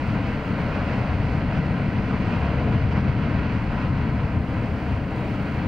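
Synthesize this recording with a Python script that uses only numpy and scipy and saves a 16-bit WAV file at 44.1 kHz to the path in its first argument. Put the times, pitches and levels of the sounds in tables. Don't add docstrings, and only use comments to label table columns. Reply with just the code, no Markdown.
import sys
import numpy as np
from scipy import signal
from scipy.fft import rfft, irfft
from scipy.io import wavfile
from scipy.ndimage import uniform_filter1d

SR = 44100
rng = np.random.default_rng(int(sys.argv[2]) if len(sys.argv) > 2 else 0)


def linear_from_db(decibels):
    return 10 ** (np.asarray(decibels, float) / 20)


def dump(signal):
    limited = np.clip(np.atleast_2d(signal).T, -1, 1)
    pcm = np.round(limited * 32767).astype(np.int16)
    wavfile.write(sys.argv[1], SR, pcm)


N = 250047
HZ = np.maximum(np.fft.rfftfreq(N, 1 / SR), 1)


def in_time(rows):
    s, *columns = np.transpose(rows)
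    return [np.interp(np.arange(N) / SR, s, c) for c in columns]


def over_hz(rows):
    hz, *columns = np.transpose(rows)
    return [np.interp(np.log(HZ), np.log(hz), c) for c in columns]


def drift(rate):
    r = np.exp(-80 * np.pi * rate / SR)
    white = rng.standard_normal(N // 40 + 2002)
    slow = signal.lfilter([1], [1, -2 * r, r * r], white)[2000:]
    return np.interp(np.arange(N) / 40, np.arange(len(slow)), slow / slow.std())


def swells(rows, half_s, column=1):
    t = np.arange(0, N, 64) / SR
    level_db = sum(row[column] * np.exp(-.5 * ((t - row[0]) / half_s) ** 2) for row in rows)
    return np.interp(np.arange(N) / SR, t, level_db)


def power_over(x, span_s):
    size = int(span_s * SR)
    return uniform_filter1d(uniform_filter1d(x ** 2, size), size) + 1e-20


def lag(x, tau_s):
    r = np.exp(-1 / (tau_s * SR))
    return signal.lfilter([1 - r], [1, -r], x, zi=[r * x[:SR // 8].mean()])[0]


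def recorder_noise():
    # (frequency [Hz], level [dB])
    hiss_colour = [(2000, 3.5), (7000, 2.5), (8000, 0), (11000, -3), (14000, -6.5), (15000, -7.5),
                   (15500, -6), (16000, -10)]
    # (frequency [Hz], rms level [dB])
    whine_tones = [(12952, -98), (14356, -90), (15610, -80.5)]
    hiss_db, alike, wobble_hz = -68.5, 0.37, 2.2
    low_cut = 1 / (1 + (3000 / HZ) ** 4)
    top_cut = HZ < 16000
    white = rng.standard_normal((3, N))
    white = np.sqrt(1 - alike) * white[:2] + np.sqrt(alike) * white[2]
    hiss = irfft(rfft(white) * linear_from_db(over_hz(hiss_colour)[0]) * low_cut * top_cut, N)
    unsteady_db = hiss_db + .6 * drift(9) + .8 * drift(30)
    hiss = hiss / hiss.std() * linear_from_db(unsteady_db) * linear_from_db([[.4], [-.4]])
    cycles = np.cumsum(1 + wobble_hz / 15000 * drift(3)) / SR
    whines = sum(np.sqrt(2) * linear_from_db(db) * np.sin(2 * np.pi * hz * cycles) for hz, db in whine_tones)
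    return hiss + whines


def deep_shudder():
    # (time [s], level [dB])
    shudder_events = [(0.15, 2.5), (0.37, 4.5), (0.6, .6), (0.8, .6), (0.97, -3), (1.2, 0), (1.5, 2.5),
                      (1.82, 3), (2.0, 1.5), (2.25, 4), (2.5, -2), (2.75, 0), (3.0, -3), (3.3, -0.5),
                      (3.5, -3), (3.7, 7.5), (3.95, 1.5), (4.25, -2), (4.55, 1.5), (4.85, -3.5),
                      (5.1, -0.5), (5.35, 0), (5.6, -1.7)]
    return swells(shudder_events, half_s=.06)


def gas_slugs():
    # (time [s], level [dB])
    heave_events = [(0.02, -2), (0.25, .6), (1.24, -1), (1.45, 0.5), (1.6, 1.3), (1.72, 1), (1.85, 1),
                    (2.4, 1.5), (2.6, 1.5), (2.82, 0.1), (3.63, -0.2), (4.05, -0.5), (4.27, -0.5),
                    (5.2, .6), (5.6, -0.3), (0.11, 3), (0.4, -5), (0.445, -3), (0.57, -6), (0.75, -7),
                    (0.9, -4), (1.07, -5.5), (1.16, -1), (1.32, 0), (1.99, 2.5), (2.11, -0.5), (2.32, 0.5),
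                    (2.49, 1.5), (2.69, -1.5), (2.94, -2), (3.1, 3.5), (3.19, 2), (3.38, 3), (3.48, 1),
                    (3.78, -4.5), (3.9, 0), (4.17, 1.5), (4.38, 6), (4.56, 5), (4.71, 5.5), (4.79, -2.5),
                    (4.95, 5), (5.06, 0), (5.37, -1.5), (5.48, -4.5)]
    return swells(heave_events, half_s=0.034)


def rumble_pitch():
    # (time [s], upper over lower part [dB])
    roll_events = [(0.1, 5), (0.33, 1), (0.48, -3), (0.62, 3.5), (0.75, -8), (0.87, -7.5), (1.0, 9.5),
                   (1.14, -11), (1.37, -3), (1.55, 3), (1.7, -4), (1.82, 8.5), (1.94, 3.5), (2.06, 3.5),
                   (2.23, 4), (2.45, -9), (2.7, 5), (2.9, -8), (3.15, 4), (3.4, -7), (3.6, -3.5), (3.85, 1),
                   (4.1, 4), (4.25, -2.5), (4.4, -2.5), (4.55, 8.5), (4.66, 0.5), (4.76, -2.5),
                   (4.93, -6.5), (5.1, 3.5), (5.2, 4.5), (5.33, 8), (5.45, -5.5), (5.6, -0.5)]
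    return swells(roll_events, half_s=0.037) / 2


def rumble_throb():
    # (time [s], level [dB])
    throb_events = [(0.04, 2), (0.36, 3), (0.41, -1.5), (0.39, -1), (0.435, -5.5), (0.455, -8),
                    (0.475, 2.5), (0.505, 3.5), (0.71, 3.5), (0.85, -7), (1.29, 0.5), (1.42, -0.5),
                    (1.54, -2.5), (1.6, 3.5), (1.65, -7), (1.77, -2.5), (2.08, -2), (2.3, -2.5), (2.47, 1),
                    (2.67, 4), (2.76, 4), (2.85, 3.5), (1.92, 4.5), (2.18, 0.5), (2.4, 1), (2.53, -6),
                    (2.71, 0), (2.98, 5.5), (3.09, 1.5), (3.14, -7), (3.37, 0.5), (3.55, 2), (3.9, 1.5),
                    (4.33, 1), (4.92, 4), (5.42, 1), (5.59, 2), (5.665, 6.5), (3.29, 8), (3.47, -2),
                    (3.69, -5.5), (4.06, -3), (4.25, 5.5), (4.43, -3.5), (4.55, 1.5), (4.66, 0.5),
                    (4.8, -9), (5.04, -1.5), (5.1, 1.5), (5.17, -4), (5.38, -3)]
    return swells(throb_events, half_s=0.0067)


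def throat_eddies():
    # (time [s], level [dB])
    eddy_events = [(0.04, -0.5), (0.27, -0.3), (0.62, 0.3), (1.17, -1.5), (2.3, 1.3), (2.45, 0), (2.71, .6),
                   (2.95, 1.3), (3.2, .6), (3.45, -0.3), (3.9, 0), (4.2, 0.4), (4.5, 0.5), (4.8, .6),
                   (5.07, 1), (5.63, 2.2), (0.15, 2.5), (0.41, 1), (0.45, -2.5), (0.5, 3), (0.75, -3),
                   (0.88, -3), (0.96, -2.5), (1.06, -3), (1.29, -3), (1.42, 2.5), (1.59, 3.5), (1.65, 2),
                   (1.73, 6), (1.85, 2.5), (1.93, -0.5), (2.03, 0), (2.16, 2.5), (2.6, -5.5), (2.82, -6.5),
                   (3.09, 1), (3.31, -1), (3.6, -3), (3.77, -2.5), (4.05, 0.5), (4.39, 3), (4.66, 1.5),
                   (4.93, -2.5), (5.2, 0.5), (5.35, -1), (5.42, 3.5), (5.55, 0)]
    return swells(eddy_events, half_s=0.037)


def throat_swirl():
    # (time [s], level [dB])
    swirl_events = [(0.05, -2.5), (0.2, 2.5), (0.44, -4), (0.65, -3), (0.8, -2), (0.95, 0.5), (1.1, -4.5),
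                    (1.25, 0), (1.45, 0), (1.6, -2.5), (1.75, -2), (1.95, 3), (2.15, 2), (2.3, 0.5),
                    (2.45, -3.5), (2.65, 1), (2.9, -4), (3.1, 0), (3.3, 1.5), (3.5, 2), (3.65, -2),
                    (3.8, -1), (3.95, -2), (4.1, 2), (4.25, -5), (4.4, 2.5), (4.6, 2), (4.85, 1),
                    (5.0, -0.5), (5.15, -6), (5.3, -1.5), (5.45, -3.5), (5.6, -2.5)]
    return swells(swirl_events, half_s=0.052)


def rumble_lull():
    # (time [s], level [dB])
    lull_events = [(0.15, -2), (0.5, 0), (0.8, -0.5), (1.1, -2.5), (1.5, -1), (1.9, -0.5), (2.3, 0.5),
                   (2.6, 2), (2.9, 1), (3.3, .5), (3.6, -1.5), (3.9, -1.5), (4.2, -1), (4.5, 0), (4.8, 1.5),
                   (5.0, -1), (5.2, 7), (5.45, 1.5)]
    return swells(lull_events, half_s=0.1)


def low_roar():
    # (time [s], level [dB])
    gust_events = [(0.1, -2), (0.3, 2.6), (0.5, -2.5), (0.68, 0.5), (0.85, 1), (1.05, 0.5), (1.25, 0.5),
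                   (1.55, 1), (1.8, 0.5), (2.0, 0), (2.2, 0), (2.45, 1.3), (2.62, 2), (2.72, 2), (2.95, 0),
                   (3.1, -0.5), (3.25, 1.5), (3.45, -0.5), (3.65, -1), (3.8, -0.8), (4.0, -3.5), (4.2, 0.5),
                   (4.5, 0.5), (4.75, 0), (5.0, -0.5), (5.3, 0.5), (5.5, -2.5)]
    # (time [s], level [dB])
    surge_events = [(0.3, -2.5), (0.6, 3.5), (0.8, -1.5), (0.98, -0.5), (1.3, 1), (1.7, 3), (2.1, -1.5),
                    (2.4, -1.5), (2.61, 1), (2.645, -4), (2.672, 3), (2.73, -4.5), (2.96, 2.5), (3.2, -2.5),
                    (3.6, -3), (4.1, -0.5), (4.3, -1.5), (4.65, 2), (5.1, -1.5), (5.45, 0)]
    return swells(gust_events, half_s=0.1) + swells(surge_events, half_s=0.016)


def mouth_puffs():
    # (time [s], level [dB], brightness [dB])
    puff_events = [(0.18, 3, -0.5), (0.31, 2, 0.5), (0.4, -1, 0.3), (0.06, 0, .3), (0.25, 0, 1.4),
                   (0.5, 0.7, -0.7), (0.6, 1, .3), (0.7, -0.4, -0.8), (0.8, .5, -0.8), (0.87, -0.7, 0.7),
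                   (1.01, -0.3, 0), (1.26, -0.6, 1.3), (1.35, 0, 0), (1.56, 0.5, 0.5), (1.67, 0, 1.1),
                   (1.96, 0.4, 1), (2.45, 0.1, -0.3), (2.56, -0.2, -0.3), (2.73, 1.3, -0.3),
                   (3.13, -.6, .3), (3.25, -0.1, 0.5), (3.74, -0.1, -1.5), (4.0, 0.4, -0.2),
                   (4.14, -0.6, -0.5), (4.28, 0.8, -0.4), (4.64, 1.2, 0.7), (4.81, 0.3, .3),
                   (5.12, -1.5, -0.5), (5.3, -1, 0.7), (5.4, -0.8, .3), (5.5, -0.5, .3), (5.6, .6, .3),
                   (0.93, 1.4, 1), (1.1, 0, 0), (1.17, -0.7, 1), (1.45, -0.8, 1), (1.79, 2, 0),
                   (1.88, -0.5, 1.5), (2.04, -0.5, 0.2), (2.14, 2, -0.6), (2.22, -0.5, 1), (2.34, 2, -0.2),
                   (2.66, -1.4, 0), (2.8, -0.5, 1.5), (2.89, -2.5, 1), (2.93, 0, 0.4), (2.97, 4.5, -0.3),
                   (3.02, -2.7, 0.5), (3.37, 1.5, 0.5), (3.51, -0.2, 1), (3.58, -1.0, 0), (3.67, -3.5, 0),
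                   (3.81, 1, -0.7), (3.91, -2.7, -2), (4.43, -1.5, -0.5), (4.56, 2, -0.5),
                   (4.72, -0.5, -0.5), (4.91, 2, 0), (5.04, -3, 0), (5.2, 0, -0.1)]
    # (time [s], level [dB])
    flutter_events = [(0.1, 2.5), (0.34, 3), (0.4, 1), (0.5, -3.5), (0.58, -1.8), (0.75, 1.2), (1.01, -1),
                      (1.17, -3.8), (1.35, -0.5), (1.42, 4), (1.52, 2), (1.58, 2.3), (1.64, 0), (2.08, 1.5),
                      (2.19, -3), (2.4, -3.5), (2.47, 2), (2.71, -4.5), (2.925, 4.5), (2.948, -5.5),
                      (3.005, 2.5), (3.8, 0), (3.05, 3), (3.085, 4), (3.11, -1.5), (3.45, 2), (3.86, 2),
                      (4.02, 1.5), (4.1, 1.7), (4.2, 4.5), (4.37, -0.5), (4.88, -1), (5.04, 3), (5.12, 2),
                      (5.52, 0.5)]
    puff = swells(puff_events, half_s=0.026) + .8 * swells(flutter_events, half_s=0.0084)
    return puff, swells(puff_events, half_s=0.026, column=2)


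def top_wisps():
    # (time [s], level [dB])
    wisp_events = [(0.1, 0.8), (0.4, 0.2), (0.7, 0.8), (1.0, .4), (1.3, 1.5), (1.6, .4), (1.9, -.4),
                   (2.2, 0.5), (2.5, -0.5), (2.83, 0), (2.95, -0.5), (3.04, 0.8), (3.3, 0), (3.6, -0.8),
                   (3.9, .4), (4.1, -0.5), (4.35, -1.5), (4.6, -0.7), (4.8, 0), (5.0, -0.8), (5.25, 0),
                   (5.5, 0)]
    return swells(wisp_events, half_s=0.043)


def surges():
    # (time [s], pressure deep in the throat [dB], flow at the mouth [dB])
    vent_work = [(0.0, -3, -1), (0.4, -2, -1), (0.81, 0.5, 1), (1.21, 4.5, 0.7), (1.62, -0.3, 1.2),
                 (2.02, 0.5, 0.7), (2.43, 0.5, 3.5), (2.84, 9, 3), (3.24, 4, 4), (3.64, 2, 3),
                 (4.05, 4, 0.2), (4.46, -2, -1.5), (4.86, -3.5, -3.5), (5.26, -4.5, -3), (5.67, -4, -3)]
    # (mean level [dB], share of pressure [dB/dB], share of flow [dB/dB])
    zone_drive = [
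        (-37, 0.75, .05),
        (-29.5, 0.9, .01),
        (-30.5, 0.91, .05),
        (-30.5, 0.35, 0.92),
        (-32.5, 0.33, 0.49),
        (-39, 0.3, 0.6),
        (-36.5, 0.13, 0.52),
        (-38, .1, 0.91),
        (-41.5, .02, 0.96),
        (-55.5, .01, 0.91),
    ]
    pressure, flow = in_time(vent_work)
    heave, roll, throb = gas_slugs(), rumble_pitch(), rumble_throb()
    eddy, swirl = throat_eddies(), throat_swirl()
    puff, bright = mouth_puffs()
    events = [0.41 * heave + .4 * throb + deep_shudder(),
              1.19 * heave - roll + throb,
              1.0 * heave + roll + throb,
              1.19 * eddy + 0.096 * heave + throb,
              0.39 * eddy + swirl + 0.72 * throb,
              0.55 * eddy + 0.55 * swirl + rumble_lull(),
              0.62 * (puff - bright) + low_roar(),
              1.13 * (puff - 0.79 * bright),
              0.96 * (puff + bright),
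              0.75 * (puff + bright) + top_wisps()]
    return [db + deep * pressure + mouth * flow + event
            for (db, deep, mouth), event in zip(zone_drive, events)]


def jet_at_ports():
    # (frequency [Hz], level [dB per Hz])
    jet_colour = [(15, -15.5), (40, -14.5), (85, 8.5), (130, 5.5), (220, -7), (320, -9.5), (480, -12.5),
                  (1000, -15.5), (1500, -20.5), (2600, -31), (3200, -37.5), (4650, -45), (6200, -59.5),
                  (16000, -100)]
    # (frequency [Hz], width [Hz], depth [dB])
    slope_notches = [(51, 5.3, -1.5), (94, 13, -7.5), (111.9, 6.2, -5), (162.7, 25, -9.5),
                     (368.3, 74, -16.5), (855, 87, -6), (1158, 190, -7), (1750, 170, -5.5), (3650, 480, -6)]
    # (frequency [Hz], left over right [dB], left leads [rad], scattered share [dB])
    port_colour = [(20, 2, .3, -16.5), (100, 2.5, .07, -25.5), (300, 2.5, -.07, -25.5),
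                   (650, 1, -0.16, -17.5), (1010, 3.5, 0.12, -11), (1250, 0.5, -0.28, -9),
                   (1980, 0, -0.63, -9.5), (2720, -9, -0.58, -6.5), (3160, -2, 0.64, -7.5),
                   (3800, -0.5, 0.49, -8), (4600, 2.5, -0.46, -6.5), (5040, 0.5, -1.3, -9.5),
                   (6500, -1.5, 0.15, 2.5), (8830, 2.5, .5, 15.5)]
    direct, left, right = rfft(rng.standard_normal((3, N)))
    echo_db = sum(depth_db / (1 + ((HZ - hz) / width_hz) ** 2 * 4)
                  for hz, width_hz, depth_db in slope_notches)
    balance_db, lead, scatter_db = over_hz(port_colour)
    port = linear_from_db(balance_db / 2) * np.exp(.5j * lead)
    scatter = linear_from_db(scatter_db - 1.0 + .4 * echo_db)
    arriving = direct * linear_from_db(echo_db) + scatter * np.array([left, right])
    share = np.sqrt(1 + linear_from_db(2 * scatter_db) / 2)
    return arriving / share * np.array([port, 1 / port]) * linear_from_db(over_hz(jet_colour)[0])


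def jet(flicker_db, gust_db, steady):
    zone_borders = [55, 105, 150, 210, 300, 400, 850, 1700, 3400]
    spectra, levels_db = jet_at_ports(), surges()
    zones = np.zeros((len(levels_db), 2, N))
    gust = drift(7)
    octave = np.log2(HZ / 18.75)
    borders = np.log2(np.array(zone_borders) / 18.75)
    for centre in np.arange(0.25, 10, .5):
        window = np.cos(np.pi * np.clip(octave - centre, -.5, .5)) ** 2
        turbulence = np.clip((centre - 3.0) / 2.8, .1, 1)
        gain = linear_from_db(turbulence * (gust_db * gust + flicker_db * drift(3.8)))
        zones[np.searchsorted(borders, centre)] += gain * irfft(spectra * window, N)
    out = 0
    for zone, level_db in zip(zones, levels_db):
        mid = zone.mean(axis=0)
        even = (power_over(mid, 0.082) / np.mean(mid ** 2)) ** (steady / 2)
        out = out + linear_from_db(level_db) * zone / even / (mid / even).std()
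    return out


def scene():
    return jet(flicker_db=0.77, gust_db=0.67, steady=0.84)


def gain_control(x):
    ride, memory_s, pivot_db = 0.5, 0.072, -24
    peak_ride, attack_s, release_db_per_s = 0.11, 0.0061, 67
    power = np.mean(x ** 2, axis=0) + 1e-12
    fall_db = release_db_per_s * np.arange(N) / SR
    loud_db = 10 * np.log10(lag(lag(power, memory_s), memory_s))
    held_db = np.maximum.accumulate(10 * np.log10(power) + fall_db) - fall_db
    peak_db = lag(held_db, attack_s)
    return x * linear_from_db(-ride * (loud_db - pivot_db) - peak_ride * (peak_db - peak_db.mean()))


def low_pass(x):
    return signal.sosfilt(signal.butter(12, 15730, fs=SR, output="sos"), x)


def record(dry):
    mix = gain_control(dry + recorder_noise())
    return low_pass(mix)


dry = scene()
out = record(dry)
dump(out)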